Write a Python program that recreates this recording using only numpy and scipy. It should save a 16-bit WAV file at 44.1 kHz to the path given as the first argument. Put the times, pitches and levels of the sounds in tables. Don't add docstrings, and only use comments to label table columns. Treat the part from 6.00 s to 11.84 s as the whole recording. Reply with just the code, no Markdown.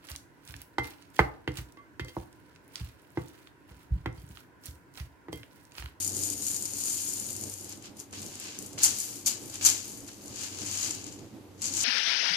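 import sys
import numpy as np
from scipy import signal
from scipy.fft import rfft, irfft
from scipy.io import wavfile
from scipy.ndimage import uniform_filter1d

SR = 44100
rng = np.random.default_rng(int(sys.argv[2]) if len(sys.argv) > 2 else 0)


def persist_wave(psi):
    counts = np.round(np.clip(psi, -1, 1) * 32767).astype(np.int16)
    wavfile.write(sys.argv[1], SR, np.atleast_2d(counts).T)


def volts(x):
    e = np.asarray(x, float) / 20
    return 10 ** e


N = 257544

# time in seconds, hum level in dB.
APPLIANCE_LOAD = [(0.0, -50.5), (0.23, -46.5), (0.47, -58.5), (1.32, -58.5), (1.46, -50), (2.03, -69.5),
                  (2.18, -52), (2.5, -68.5), (2.86, -53), (3.2, -71), (3.27, -55), (3.38, -68), (3.67, -50),
                  (3.95, -68.5), (4.75, -52.5), (5.2, -65), (5.79, -51.5), (5.84, -57.5)]
# frequency in Hz, width in Hz, level in dB.
ROOM_MODES = [(31.5, 14, -21), (60.3, 8.7, -15), (115, 32, -1.5), (154.3, 79, -9.5), (207.8, 15, -1),
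              (260, 102, -3.5), (286.2, 16.5, 2.5), (327.7, 17, -7), (454, 27, -28.5)]
# frequency in Hz, density in dB per Hz.
AIR_SPECTRUM = [(260, -65), (450, -17.5), (499, -18), (689, -22), (752, -8), (1070, -14.5), (6890, -26.5),
                (15000, -27.5)]
HUM_HZ, AIR_DB = 95.7, -61.5
DRONE_DB, DRONE_DB_PER_DB = -51.5, 0.22

# start in seconds, peak level in dB.
JAR_KNOCKS = [(1.722, -49), (1.85, -41), (2.13, -29), (2.778, -24), (2.834, -33), (3.269, -85),
              (3.61, -29.5), (3.654, -60), (4.086, -34), (4.429, -45.5)]
# frequency in Hz, width in Hz, level in dB.
JAR_MODES = [(423, 350, 7), (844, 1600, 2), (1390, 500, -11)]

# frequency in Hz, width in Hz, level in dB.
PORT_MODES = [(6730, 2000, 4.5), (5000, 2030, -4)]
# frequency in Hz, width in Hz, level in dB.
CRACK_MODES = [(9470, 3600, -1.5), (12660, 6500, 0.5)]
# frequency in Hz, width in Hz, level in dB.
HEAP_MODES = [(4580, 3000, 1.5), (2783, 2060, -1), (1540, 1240, -3.5), (955, 620, -4)]
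# frequency in Hz, width in Hz, level in dB.
CUP_MODES = [(7010, 600, 0.5), (8580, 490, 0)]
# time in seconds, ring of the wall in dB.
CUP_FILLING = [
    (0, 1),
    (1.2, 0),
    (1.9, -17),
    (5.84, -16.5),
]

# time in seconds, rattle level in dB.
STREAM = [(0.0, -38), (.126, -45.5), (.24, -38.5), (.37, -46), (.486, -39.5), (.69, -47), (.89, -38),
          (1.7, -53), (1.88, -75)]
# peak in seconds, rattle level in dB, seconds to rise 20 dB, seconds to fall 20 dB.
HANDFULS = [(2.0, -47.5, 0.04, .05), (2.226, -48.5, 0.1, 0.34), (2.594, -50, .02, .3),
            (2.84, -20, 0.02, .04), (3.0, -39, .12, .25), (3.12, -47.5, 0.33, .2),
            (3.272, -22, 0.0144, 0.0237), (3.47, -50, .3, 0.4), (3.66, -20.5, 0.02, .05),
            (3.9, -48.5, 0.5, 0.31), (4.13, -57.5, 0.3, 0.3), (4.27, -53.5, 0.16, .3),
            (5.15, -59.5, 0.5, 0.08)]
# peak in seconds, rattle level in dB, seconds to rise 20 dB, seconds to fall 20 dB.
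NUDGES = [(1.726, -51, 0.14, 0.04), (1.86, -52.5, .06, 0.04), (2.132, -48.5, 0.01, 0.44),
          (2.34, -55, .1, 0.2), (2.44, -47, 0.11, 0.34), (2.782, -40.5, .006, .3), (3.556, -45, 0.06, 0.05),
          (3.614, -39.5, .007, .22), (4.082, -50.5, .012, .07)]
# peak in seconds, rattle level in dB, seconds to rise 20 dB, seconds to fall 20 dB.
SLIDING = [(2.86, -28, .045, 0.12), (3.28, -35.5, 0.031, 0.13), (3.67, -26.5, 0.059, .14),
           (4.39, -48, 0.19, 0.18), (4.444, -39, 0.11, 0.088), (4.73, -38.5, 0.32, 0.35),
           (4.87, -35.5, 0.23, .15), (5.076, -50, 0.04, 0.038), (5.126, -53, 0.027, 0.046),
           (5.194, -60, .04, .03)]
# peak in seconds, rattle level in dB, seconds to rise 20 dB, seconds to fall 20 dB.
TUMBLING = [(5.585, -70, 0.16, .1), (5.624, -37, .015, 0.13), (5.664, -34, 0.057, .1),
            (5.778, -34, 0.085, .3), (5.84, -31.5, 0.13, .2)]
# crack in dB re rattle, heap in dB re rattle,
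# left minus right in dB, scatter of grain sizes in dB.
MOTION_COLOURS = [
    (0, -8.5, 5, 2.5),
    (-1.5, -8, 5, 2.5),
    (-9, 1.5, 5, 2.2),
    (-10, -2.5, 7.5, 2),
    (-12, -5, 6.5, 2),
]

# start in seconds, peak level in dB, crack in dB re peak, left minus right in dB.
GRAIN_TICKS = [(0.0468, -21.5, -14.5, 9.5), (0.0772, -24, -15, 8.0), (0.1491, -28, -14, 7.0),
               (0.167, -24, -13, 8), (0.2357, -19, -17, 8), (0.301, -24, -16, 7.5),
               (0.4222, -25.5, -14, 7.5), (0.4665, -22, -13, 6), (0.5144, -25, -13, 6.5),
               (0.545, -26, -16, 6.0), (0.5644, -22, -17, 5.0), (0.624, -24.5, -14, 6),
               (0.655, -19.5, -18, 6.5), (0.7355, -25.5, -20, 6.5), (0.838, -24, -15, 7.0),
               (0.8982, -24.5, -14, 7), (1.0874, -26, -17, 5), (1.137, -27, -11, 5),
               (1.1987, -27, -10, 7.5), (1.3059, -31.5, -7, 6.0), (1.33, -28, -9, 3),
               (1.3648, -28, -15, 5.5), (1.4117, -32.5, -6, 5), (1.4376, -28, -10, 7.5),
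               (1.4974, -32, -7, 4.5), (1.5392, -31.5, -10, 6.0), (1.6096, -37.5, -7, 5.0),
               (1.6447, -36, -7.5, 4.5), (1.6945, -37, -4.5, 3.5), (1.7247, -32, -21, 6),
               (1.7739, -39, -14, 3.0), (1.8243, -40.5, -12, 3.5), (1.9694, -42.5, -9, 3.5),
                (2.0004, -30.5, -20, 5.0), (2.1096, -46, -17, 1.5), (2.1281, -35, -23, 1.5),
                (2.218, -34, -10, 4.5), (2.2633, -31.5, -17, 3.5), (2.3545, -31, -17, 3.5),
                (2.3991, -34.5, -4, 4.5), (2.441, -31, -19, 5.0), (2.5888, -31, -8, 7.5),
                (2.6244, -36, -7, 5.0), (2.6626, -35, -5, 3.5), (2.7312, -34, -17, 4.0),
                (2.834, -9.5, -18, 3.5), (2.8374, -10.5, -17, 4.5), (2.8414, -10, -19, 4.5),
                (2.8474, -7, -17, 5.5), (2.8648, -20, -23, 3.5), (2.9864, -25.5, -8, 4.0),
                (3.0022, -23, -7, 4.8), (3.1574, -36, -7, 5.5), (3.262, -17.5, -16, 6.5),
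                (3.2705, -15, -16, 5.5), (3.4989, -34, -10, 3.0), (3.5443, -34, -9, 2.0),
                (3.5563, -27, -22, 4.5),
               (3.6496, -10.5, -17, 6.5), (3.6644, -6.5, -14, 3.0), (3.6887, -12, -24, 6.0),
              (3.7004, -15.5, -22, 3.5), (3.88, -37, -4, 6.0), (3.9185, -35, -14, 4.0),
              (3.9724, -39, -12, 4.5), (4.0048, -37, -14, 5.0), (4.0781, -36, -18, 4.0),
              (4.1325, -43, -10.5, 4.5), (4.2587, -38.5, -7, 4.0), (4.2802, -34, -20, 3.5),
              (4.359, -31, -16, 5.0), (4.4134, -29, -21, 2.5), (4.6099, -30, -20, 4.0),
              (4.7137, -26, -25, 6.0), (4.8302, -22.5, -27, 7.5), (4.909, -22, -32, 9.1),
              (4.9496, -27.5, -23, 7.5), (5.0418, -30.5, -26, 6.0), (5.0663, -33, -26, 9.5),
              (5.1248, -36, -21, 5.7), (5.619, -23, -20.5, 5.5), (5.656, -21, -21, 4.5),
              (5.7379, -21.5, -25, 4.5), (5.7695, -19, -24, 7.5)]

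GRAINS, PLACES = 16000, 4
LAG_S, BOUNCE_S = .0002, .0014
STILL_DB = -80
ONSET_BEND = 1.42
HEAP_DB_PER_DB, USUAL_DB = -0.2587, -45
DENSE_DB, MUFFLE_DB_PER_DB = -34, .2
TICK_DB, TICK_CRACK_DB, TICK_HEAP_DB = 15, 9, -16.5
TOP_HZ = 14330


def unit(x):
    return x / np.sqrt(np.mean(x ** 2))


def curve(table, s):
    at, *columns = np.transpose(table)
    return [np.interp(s, at, column) for column in columns]


def ring(x, modes, order=1):
    def bank(v):
        for _ in range(order):
            total = 0
            for hz, width, db in modes:
                b, a = signal.iirpeak(min(hz, .45 * SR), hz / width, fs=SR)
                total = total + volts(db) * signal.lfilter(b, a, v)
            v = total
        return v
    impulse_energy = np.sum(bank(signal.unit_impulse(SR)) ** 2)
    return bank(x) / np.sqrt(impulse_energy)


def pair(alike):
    mid, side = rng.standard_normal((2, N))
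    alike = np.clip(alike, 0, 1)
    return np.sqrt(1 + alike) * mid + np.sqrt(1 - alike) * side * np.array([[1], [-1]])


def kitchen(right_db=2.5, wobble_hz=0.71, drone_top_hz=650):
    t = np.arange(N) / SR
    hum_db, = curve(APPLIANCE_LOAD, t)
    slow = uniform_filter1d(rng.standard_normal(N), SR // 16)
    swell = unit(uniform_filter1d(slow, SR // 16))
    drone_db = DRONE_DB + DRONE_DB_PER_DB * (hum_db + 54.5) + 2.2 * swell

    drift = unit(uniform_filter1d(rng.standard_normal(N), SR // 8))
    phase = 2 * np.pi * np.cumsum(HUM_HZ + wobble_hz * drift) / SR
    hum = np.sqrt(2) * volts(hum_db) * np.sin(phase)

    low_pass = signal.butter(2, drone_top_hz, fs=SR, output="sos")
    rumble = signal.sosfilt(low_pass, pair(0.77))
    balance = volts(np.array([[-right_db], [right_db]]) / 2)
    drone = volts(drone_db + 3.0) * unit(ring(rumble, ROOM_MODES)) * balance

    hz, db = np.transpose(AIR_SPECTRUM)
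    bins_hz = np.fft.rfftfreq(N, 1 / SR)
    shape = volts(np.interp(np.log(bins_hz + 1), np.log(hz), db))
    air = unit(irfft(rfft(pair(0.13)) * shape, N))
    air_db = AIR_DB + 2.0 + .3 * (drone_db - drone_db.mean())
    return hum + drone + volts(air_db) * air


def knocks(thud_s=0.011, gain_db=-14.5):
    t = np.arange(SR // 10) / SR
    pushes = np.zeros((2, N))
    for s, db in JAR_KNOCKS:
        i = int(s * SR)
        push = rng.standard_normal((2, len(t))) * np.exp(-t / thud_s)
        pushes[:, i:i + len(t)] += volts(db + gain_db) * push[:, :N - i]
    return ring(pushes, JAR_MODES)


def bursts(rows, s):
    at, db, rise_s, fall_s = np.transpose(rows)[:, :, None]
    rise = (np.abs(at - s) / rise_s) ** ONSET_BEND
    fall = (s - at) / fall_s
    level_db = db - 20 * np.where(s < at, rise, fall)
    return np.sum(volts(level_db) ** 2, axis=0)


def motion(s):
    stream_db, = curve(STREAM, s)
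    stream = volts(stream_db) ** 2 * (s < STREAM[-1][0]) + volts(STILL_DB) ** 2
    moves = [bursts(rows, s) for rows in (HANDFULS, NUDGES, SLIDING, TUMBLING)]
    power = np.array([stream, *moves])
    total = power.sum(axis=0)
    rattle_db = 10 * np.log10(total)
    crack_db, heap_db, pan_db, scatter_db = np.transpose(MOTION_COLOURS) @ (power / total)
    muffle_db = MUFFLE_DB_PER_DB * np.maximum(rattle_db - DENSE_DB, 0)
    heap_db = heap_db + muffle_db + HEAP_DB_PER_DB * (rattle_db - USUAL_DB)
    return rattle_db, crack_db - muffle_db, heap_db, pan_db, scatter_db


def strike(s, size, place):
    out = np.zeros((PLACES, N + 2))
    at = np.clip(s * SR, 0, N)
    i = at.astype(int)
    np.add.at(out, (place, i), size * (1 - (at - i)))
    np.add.at(out, (place, i + 1), size * (at - i))
    return out[:, :N]


def echoes(bounce_db=-13, room_s=0.029, room_db=-27):
    t = np.arange(SR // 8) / SR
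    tail = volts(bounce_db) * np.exp(-t / BOUNCE_S) + volts(room_db) * np.exp(-t / room_s)
    response = tail * rng.standard_normal((PLACES, len(t)))
    response[:, 0] = 1
    return response / np.sqrt(np.sum(response ** 2, axis=1, keepdims=True))


def stream_grains(stream_db=-1.67):
    when, chance, _ = rng.random((GRAINS, 3)).T
    s = when * N / SR
    rattle_db, crack_db, heap_db, pan_db, scatter_db = motion(s)
    scatter_db = np.clip(scatter_db, 0, 4)
    size_db = scatter_db * np.minimum(-np.log(chance + 1e-9), 4)
    size_db += 10 * np.log10(1.5 - scatter_db * np.log(10) / 10)
    size_db += stream_db + 10 * np.log10(N / GRAINS)
    return np.array([s, rattle_db + size_db, crack_db, heap_db, pan_db])


def single_grains():
    rows = np.array(GRAIN_TICKS)
    at, db, crack_db, pan_db = np.transpose(rows)
    heap_db = np.full(len(at), TICK_HEAP_DB)
    return np.array([at, db + TICK_DB, crack_db + TICK_CRACK_DB, heap_db, pan_db])


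def rice(colour_db=4.0, lag_spread_s=.00006, crack_gain_db=1.0):
    grains = np.concatenate([stream_grains(), single_grains()], axis=1)
    s, db, crack_db, heap_db, pan_db = grains
    wall_db, = curve(CUP_FILLING, s)
    luck = rng.standard_normal((len(s), 6)).T
    luck[:4, GRAINS:] = [[.1], [-.1], [.1], [.1]]
    place = np.arange(len(s)) % PLACES
    lag = LAG_S + lag_spread_s * luck[5]
    ports = []
    for side in (1, -1):
        size = np.sign(luck[4]) * volts(db + side * pan_db / 2)
        bodies = [(PORT_MODES, 0),
                  (CRACK_MODES, crack_db + crack_gain_db),
                  (HEAP_MODES, heap_db - side * pan_db / 2),
                  (CUP_MODES, crack_db + wall_db)]
        dry = 0
        for (modes, rel_db), colour in zip(bodies, luck):
            blow = np.sign(colour) * size * volts(rel_db + colour_db * colour)
            dry = dry + ring(strike(s + side * lag / 2, blow, place), modes, order=2)
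        wet = signal.fftconvolve(dry, echoes(), axes=1)[:, :N]
        ports.append(wet.sum(axis=0))
    return np.array(ports)


def scene():
    return kitchen() + knocks() + rice()


def top_cut(x):
    return signal.sosfilt(signal.butter(12, 15600, fs=SR, output="sos"), x)


def record(dry):
    low_pass = signal.ellip(7, .3, 46, TOP_HZ, fs=SR, output="sos")
    mix = signal.sosfilt(low_pass, np.tanh(dry))
    return top_cut(mix)


dry = scene()
out = record(dry)
persist_wave(out)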